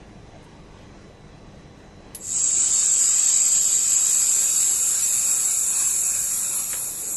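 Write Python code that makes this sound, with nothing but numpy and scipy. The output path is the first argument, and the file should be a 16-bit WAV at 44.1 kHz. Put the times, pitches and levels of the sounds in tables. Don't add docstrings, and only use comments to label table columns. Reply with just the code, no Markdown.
import sys
import numpy as np
from scipy import signal
from scipy.fft import rfft, irfft, next_fast_len
from scipy.io import wavfile
from scipy.ndimage import uniform_filter1d, map_coordinates

SR = 44100
rng = np.random.default_rng(int(sys.argv[2]) if len(sys.argv) > 2 else 0)


def boost(x):
    u = np.asarray(x, float) / 20
    return 10 ** u


def transcribe(u):
    v = np.clip(np.atleast_2d(u).T, -1, 1)
    q = np.round(v * 32767).astype(np.int16)
    wavfile.write(sys.argv[1], SR, q)


N = 316152

# [f/Hz, density/dB per Hz]
RUMBLE = [(12, -28), (20, 3), (38, -2), (119, -2.5), (195, -3.5), (227, -7), (290, -11.5), (330, -13),
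          (430, -38), (730, -120)]
# [f/Hz, density/dB per Hz]
AIR = [(180, -26), (300, -6), (715, -11), (1090, -16.5), (1140, -14), (1230, -19.5), (2050, -20.5),
       (3760, -27), (4120, -27), (4320, -29.5), (6070, -28), (12200, -46), (15900, -82), (22000, -120)]
# [f/Hz, level/dB]
CHILLER = [(47.5, -58), (99.7, -61), (149.3, -59), (199.9, -57), (300.5, -63), (399.2, -65), (490.2, -65),
           (1140, -71)]
# [f/Hz, level/dB]
DRIVE = [(1986, -68.5), (3418, -92), (3973, -67.5), (5098, -78), (5459, -86), (5938, -78.5), (6180, -80),
         (8096, -91)]
# [f/Hz, level/dB]
FAN = [(10401, -85)]
# [t/s, peak level/dB]
TICK = [
    (0.428, -62),
    (0.44, -63),
    (0.447, -63),
]
# [t/s, peak level/dB]
VALVE = [
    (2.1476, -23),
    (2.1488, -20),
    (2.1516, -31),
    (2.164, -40),
    (2.180, -41),
]
# [f/Hz, density/dB per Hz]
VALVE_COLOUR = [(880, -50), (1500, -21.5), (4670, -13.5), (5630, -15), (7020, -7), (9160, -18),
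                (10800, 5.5), (12100, -9.5), (12500, -30), (16200, -57), (22000, -120)]
# [t/s, peak level/dB]
SPARKS = [
    (6.712, -46),
    (6.73, -46),
    (6.74, -43),
    (6.75, -45),
    (6.77, -48),
]
# [t/s, peak level/dB]
SNAPS = [
    (6.732, -23),
    (6.7365, -28),
    (6.738, -26),
    (6.7415, -26),
    (6.7428, -27),
]
# [f/Hz, level/dB]
SWING = [(599.3, -66), (1098.8, -68), (1498.3, -67), (1698.1, -68), (2297.5, -68), (2548, -67), (2997, -66),
         (3796, -64)]
# [t/s, level/dB]
MELT = [
    (2.3, -40),
    (2.6, 0),
    (6.6, 0),
    (6.9, -40),
]
# [f/Hz, width/Hz, level/dB]
FREE = [(7130, 150, -2), (8250, 500, -8), (9670, 100, 1), (11210, 160, -0.5), (11570, 200, -2)]
# [f/Hz, width/Hz, level/dB]
BORE = [(6626, 1060, -11.5), (6983, 420, -3.5), (7577, 493, 2), (8034, 545, -6)]
# [f/Hz, width/Hz, level/dB]
LIP = [(9150, 300, -6), (9420, 300, -5), (9710, 230, 0), (9980, 250, -5)]
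# [f/Hz, width/Hz, level at seam's start/dB, level at its end/dB]
EDGE = [(10500, 530, -3.5, -1), (11020, 200, -19, 3), (10970, 260, -5.5, -13), (11380, 270, 2, -14),
        (11710, 640, -6, -3.5)]
# [f/Hz, width/Hz, level at seam's start/dB, level at its end/dB]
SHEET = [(1160, 550, -10.5, -7), (1337, 540, -10, -4.5), (1660, 610, -16, -11.5), (2030, 230, -9.5, -16.5),
         (2244, 106, -8, -6), (2530, 227, -6, 1.5), (2944, 280, -3, -9.5), (3244, 65, -1.5, -20),
         (3763, 600, 0, -2), (4236, 130, -2.5, 1.5), (4547, 102, 4, -2), (4890, 490, 3, -2),
         (5480, 210, 1.5, 1), (5743, 88, 4, 8)]
# [t/s, share/0-1]
TRAVEL = [
    (2.2, 0.17),
    (3.6, 0.01),
    (4.2, 0.25),
    (6, 1),
    (7.17, 0.82),
]
# [t/s, level/dB]
AIM = [
    (5.95, -0.5),
    (6.55, -4),
    (6.65, -5.5),
    (6.7, -4.5),
    (6.82, -8),
    (6.88, -5.5),
    (6.95, -9.5),
    (7.06, -5.5),
    (7.12, -3.5),
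]
# [t/s, level/dB]
STANDOFF = [
    (2.5, -1.5),
    (3.3, 1.5),
    (3.75, -.5),
    (5, -0.5),
    (6.1, -2.5),
    (6.75, -2),
    (6.95, -5),
    (7.17, -10),
]
# [t/s, length/s]
GLIMPSES = [
    (3.15, .03),
    (3.62, .05),
    (3.76, 0.03994),
    (3.85, .05),
    (3.93, 0.034),
]
# [t/s, length/s, level/dB]
JERKS = [
    (2.37, 0.055, -2),
    (3.35, 0.064, -4),
    (6.65, .05, -7),
    (6.903, 0.055, 0),
    (7.1, 0.11, -10),
]
# [f/Hz, width/Hz, level at seam's start/dB, level at its end/dB]
NULLS = [(2105, 93, -3, -4.5), (2803, 75, -1.5, -6.5), (3114, 80, -0.5, -9.5), (3454, 79, -7.5, -7),
         (4125, 94, -5, -2), (4770, 82, 0, -11), (5200, 97, -8, -9), (6060, 98, -2, -10)]
# [t/s, delay/ms, share/0-1]
BENCH = [
    (6.2, 0.4, 0.08),
    (6.5, 0.5, 0),
    (6.75, 0.63, 0.04),
    (6.95, 1.13, 0.14),
    (7.17, 1.53, 0.2),
]
# [t/s, low f/Hz, high f/Hz, side level/dB]
SPLIT = [
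    (3.522, 6900, 8350, -21),
    (4.381, 6450, 7700, -27),
    (5.04, 6500, 7590, -25),
]
# [f/Hz, level/dB]
BUDGET = [(1500, -28), (2200, -22), (3300, -19), (5000, -15), (6200, -14), (9000, -15), (12000, -16)]

TOP_HZ = 12050
OPEN_S, FILL_S = 2.16, 0.1
TILT_S = (2.55, 4.92)


def unit(x):
    return x / np.sqrt(np.mean(x ** 2) + 1e-20)


def curves(rows):
    s, *cols = np.transpose(rows)
    return [np.interp(np.arange(N) / SR, s, c) for c in cols]


def ramp(start, end):
    return np.clip((np.arange(N) / SR - start) / (end - start), 0, 1)


def spell(s, length):
    rise = ramp(s - length / 2 - 0.015, s - length / 2)
    fall = ramp(s + length / 2, s + length / 2 + 0.015)
    return rise - fall


def wobble(rate):
    coarse = np.arange(0, N + 64, 64)
    knots = rng.standard_normal(int(N * rate / SR) + 4)
    return np.interp(np.arange(N), coarse, map_coordinates(knots, [coarse * rate / SR]))


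def filtered(x, response):
    m = next_fast_len(N + 8192)
    return irfft(rfft(x, m) * response(np.fft.rfftfreq(m, 1 / SR)), m)[:N]


def sloped(points):
    f, db = np.transpose(points)
    return lambda hz: boost(np.interp(np.log(hz + 1), np.log(f + 1), db))


def ringing(modes, steep):
    return lambda hz: np.sqrt(sum(boost(2 * db) / (1 + (2 * (hz - c) / w) ** 2) ** steep for c, w, db in modes))


def rush(response, patchy_db):
    z = signal.stft(rng.standard_normal(N), nperseg=1024)[2]
    field = uniform_filter1d(rng.standard_normal(z.shape), size=4, axis=0)
    field = uniform_filter1d(field, size=8, axis=1)
    patchy = signal.istft(z * boost(patchy_db * unit(field)), nperseg=1024)[1][:N]
    return unit(filtered(patchy, response))


def tones(lines, drift, flutter_db):
    t = np.arange(N) / SR
    return sum(np.sqrt(2) * boost(db + flutter_db * wobble(6)) * np.sin(2 * np.pi * hz * t + drift * wobble(8))
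               for hz, db in lines)


def bursts(events, response, t60):
    out, t = np.zeros(N + SR), np.arange(SR // 10) / SR
    noise = unit(filtered(rng.standard_normal(N), response))
    for s, db in events:
        attack = 1 - np.exp(-t / 0.00043)
        out[round(s * SR):][:len(t)] += boost(db + 3 - 60 * t / t60) * attack
    return out[:N] * noise


def seam_share():
    return np.clip(curves(TRAVEL)[0], 0, 1)


def travelling(modes, steep, patchy_db):
    along = seam_share()
    start = rush(ringing([(c, w, db) for c, w, db, _ in modes], steep), patchy_db)
    end = rush(ringing([(c, w, db) for c, w, _, db in modes], steep), patchy_db)
    return np.sqrt(1 - along) * start + np.sqrt(along) * end


def layer_db(db, power, tilt_db, late, aim_share):
    pressure = 1 - np.exp(-np.clip(np.arange(N) / SR - OPEN_S, 1e-4, None) / FILL_S)
    return db + power * 20 * np.log10(pressure) + tilt_db * ramp(*TILT_S) ** late + aim_share * curves(AIM)[0]


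def whistle_db():
    return layer_db(-18.5, power=3.1, tilt_db=-3.5, late=4.5, aim_share=1.37)


def shop():
    knee_db, lag_s = -45.5, 0.41
    lag = np.exp(-1 / (lag_s * SR))
    over_db = signal.lfilter([1 - lag], [1, -lag], np.clip(whistle_db() - knee_db, 0, None))
    swing_ms = curves(BENCH)[0] - BENCH[0][1]
    rumble_db = -0.2 * over_db
    air_db = 3.5 * swing_ms - 0.085 * over_db
    drive_db = 1.5 - 7.5 * np.exp(-np.arange(N) / SR / 0.35)
    fan_stop_s = 1.1497
    fan_db = 1 - 20 * ramp(fan_stop_s - 0.05, fan_stop_s + 0.05)
    rumble = boost(-48 + rumble_db + 0.59 * wobble(12)) * rush(sloped(RUMBLE), patchy_db=1.1)
    air = boost(-51 + air_db + 1.5 + 0.9 * wobble(10)) * rush(sloped(AIR), patchy_db=1.9)
    hum = tones(CHILLER, drift=0.5, flutter_db=1.0)
    drive = boost(drive_db) * tones(DRIVE, drift=0.47, flutter_db=1.5)
    fan = boost(fan_db) * tones(FAN, drift=3, flutter_db=0)
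    return rumble + air + boost(1.03 * rumble_db) * hum + boost(air_db - 1.5) * (drive + fan)


def tick():
    return bursts(TICK, ringing([(8700, 4500, 0)], steep=2.2), t60=0.042)


def valve():
    snap = bursts(VALVE, sloped(VALVE_COLOUR), t60=0.0057)
    room = bursts(VALVE, sloped(VALVE_COLOUR), t60=0.1)
    return snap + boost(-18.0) * room


def sparks():
    spits = bursts(SPARKS, ringing([(1490, 2500, 0)], steep=1.8), t60=0.069)
    snaps = bursts(SNAPS, ringing([(1800, 2600, 0)], steep=1.7), t60=0.0053)
    return spits + snaps


def melt():
    return boost(curves(MELT)[0]) * tones(SWING, drift=0.19, flutter_db=4)


def free_jet():
    level = ramp(5.8, 6.37) * boost(-35 + 3.2 * wobble(16))
    return level * rush(ringing(FREE, steep=1.6), patchy_db=3.5)


def shade_db():
    start, end, shadow_db = 3.08, 4.0, -19
    hidden = ramp(start, start + 0.03) - ramp(end - 0.08, end)
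    seen = 0.83 * sum(spell(s, length) for s, length in GLIMPSES)
    return shadow_db * np.clip(hidden - seen, 0, 1)


def jet():
    eddies = 0.28 * wobble(16) + 1.0 * wobble(32)
    jerks_db = sum(db * spell(s, length) for s, length, db in JERKS)
    bore_db = whistle_db() + 0.56 * eddies
    lip_db = layer_db(-37.5, power=3, tilt_db=5.5, late=3.5, aim_share=1.05)
    lip_db = lip_db + shade_db() + 0.83 * jerks_db + 0.86 * eddies
    edge_db = layer_db(-44.5, power=1.5, tilt_db=12, late=0.6, aim_share=0.33) + 0.45 * eddies + jerks_db
    roar_db = layer_db(-35, power=3, tilt_db=-1, late=2.5, aim_share=0.45)
    roar_db = roar_db + curves(STANDOFF)[0] + 0.24 * eddies + 0.65 * wobble(11)
    whistle = boost(bore_db) * rush(ringing(BORE, steep=1.566), patchy_db=1.1)
    lip = boost(lip_db) * rush(ringing(LIP, steep=1.27), patchy_db=1.0)
    edge = boost(edge_db) * travelling(EDGE, steep=1.77, patchy_db=1.5)
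    roar = boost(roar_db) * travelling(SHEET, steep=1.35, patchy_db=2.5)
    return whistle + lip + edge + roar


def nulled(x):
    def dips(rows):
        return lambda hz: boost(sum(db / (1 + (2 * (hz - c) / w) ** 2) for c, w, db in rows))

    start = filtered(x, dips([(c, w, db) for c, w, db, _ in NULLS]))
    end = filtered(x, dips([(c, w, db) for c, w, _, db in NULLS]))
    return start + seam_share() * (end - start)


def bench(x):
    delay_ms, share = curves(BENCH)
    share = np.clip(share, 0, 0.95)
    echo = map_coordinates(x, [np.arange(N) - delay_ms * SR / 1000], order=3)
    return (x + share * echo) / np.sqrt(1 + share ** 2)


def scene():
    background = shop() + tick()
    welder = valve() + sparks() + melt() + free_jet() + bench(nulled(jet()))
    return np.tile(background + welder, (2, 1))


def thinned(x, budget, mask_db, up_db, down_db):
    hz, _, z = signal.stft(x, SR, nperseg=2048, window="cosine")
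    narrow, wide = (abs(uniform_filter1d(abs(z) ** 2, size=k, axis=0)) for k in (5, 14))
    power = np.where(hz[:, None] > 9000, wide, narrow)
    ear = 26.8 * hz / (1960 + hz) + 3 * (hz / 10000) ** 2
    apart = ear[:, None] - ear
    spread = boost(-2 * np.where(apart > 0, up_db * apart, -down_db * apart))
    masked = boost(2 * mask_db) * (spread @ power) / spread.sum(axis=1)[:, None]
    treble = power[(hz > 2000) & (hz < TOP_HZ)].mean(axis=0)
    starved = sloped(budget)(hz)[:, None] ** 2 * treble
    margin_db = 10 * np.log10(power / (masked + starved + 1e-20) + 1e-12)
    keep = 1 / (1 + np.exp(np.clip(-margin_db / 0.23, -30, 30)))
    kept = z * np.where(hz[:, None] > 1500, keep, 1)
    return signal.istft(kept, SR, nperseg=2048, window="cosine")[1][:N]


def split():
    t, side = np.arange(N) / SR, np.zeros(N)
    for s, lo, hi, db in SPLIT:
        window = np.cos(np.pi * np.clip((t - s) / 0.046, -0.5, 0.5)) ** 2
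        band = unit(filtered(rng.standard_normal(N), lambda hz: (hz > lo) & (hz < hi)))
        side += boost(db) * window * band
    return side


def band_limit(x):
    return signal.sosfilt(signal.butter(12, 13030, fs=SR, output="sos"), x)


def record(dry):
    limited = filtered(dry[0], lambda hz: hz < TOP_HZ)
    x = thinned(limited, BUDGET, mask_db=-8.5, up_db=5.5, down_db=7.5)
    side = split()
    return band_limit(np.array([x + side, x - side]))


dry = scene()
out = record(dry)
transcribe(out)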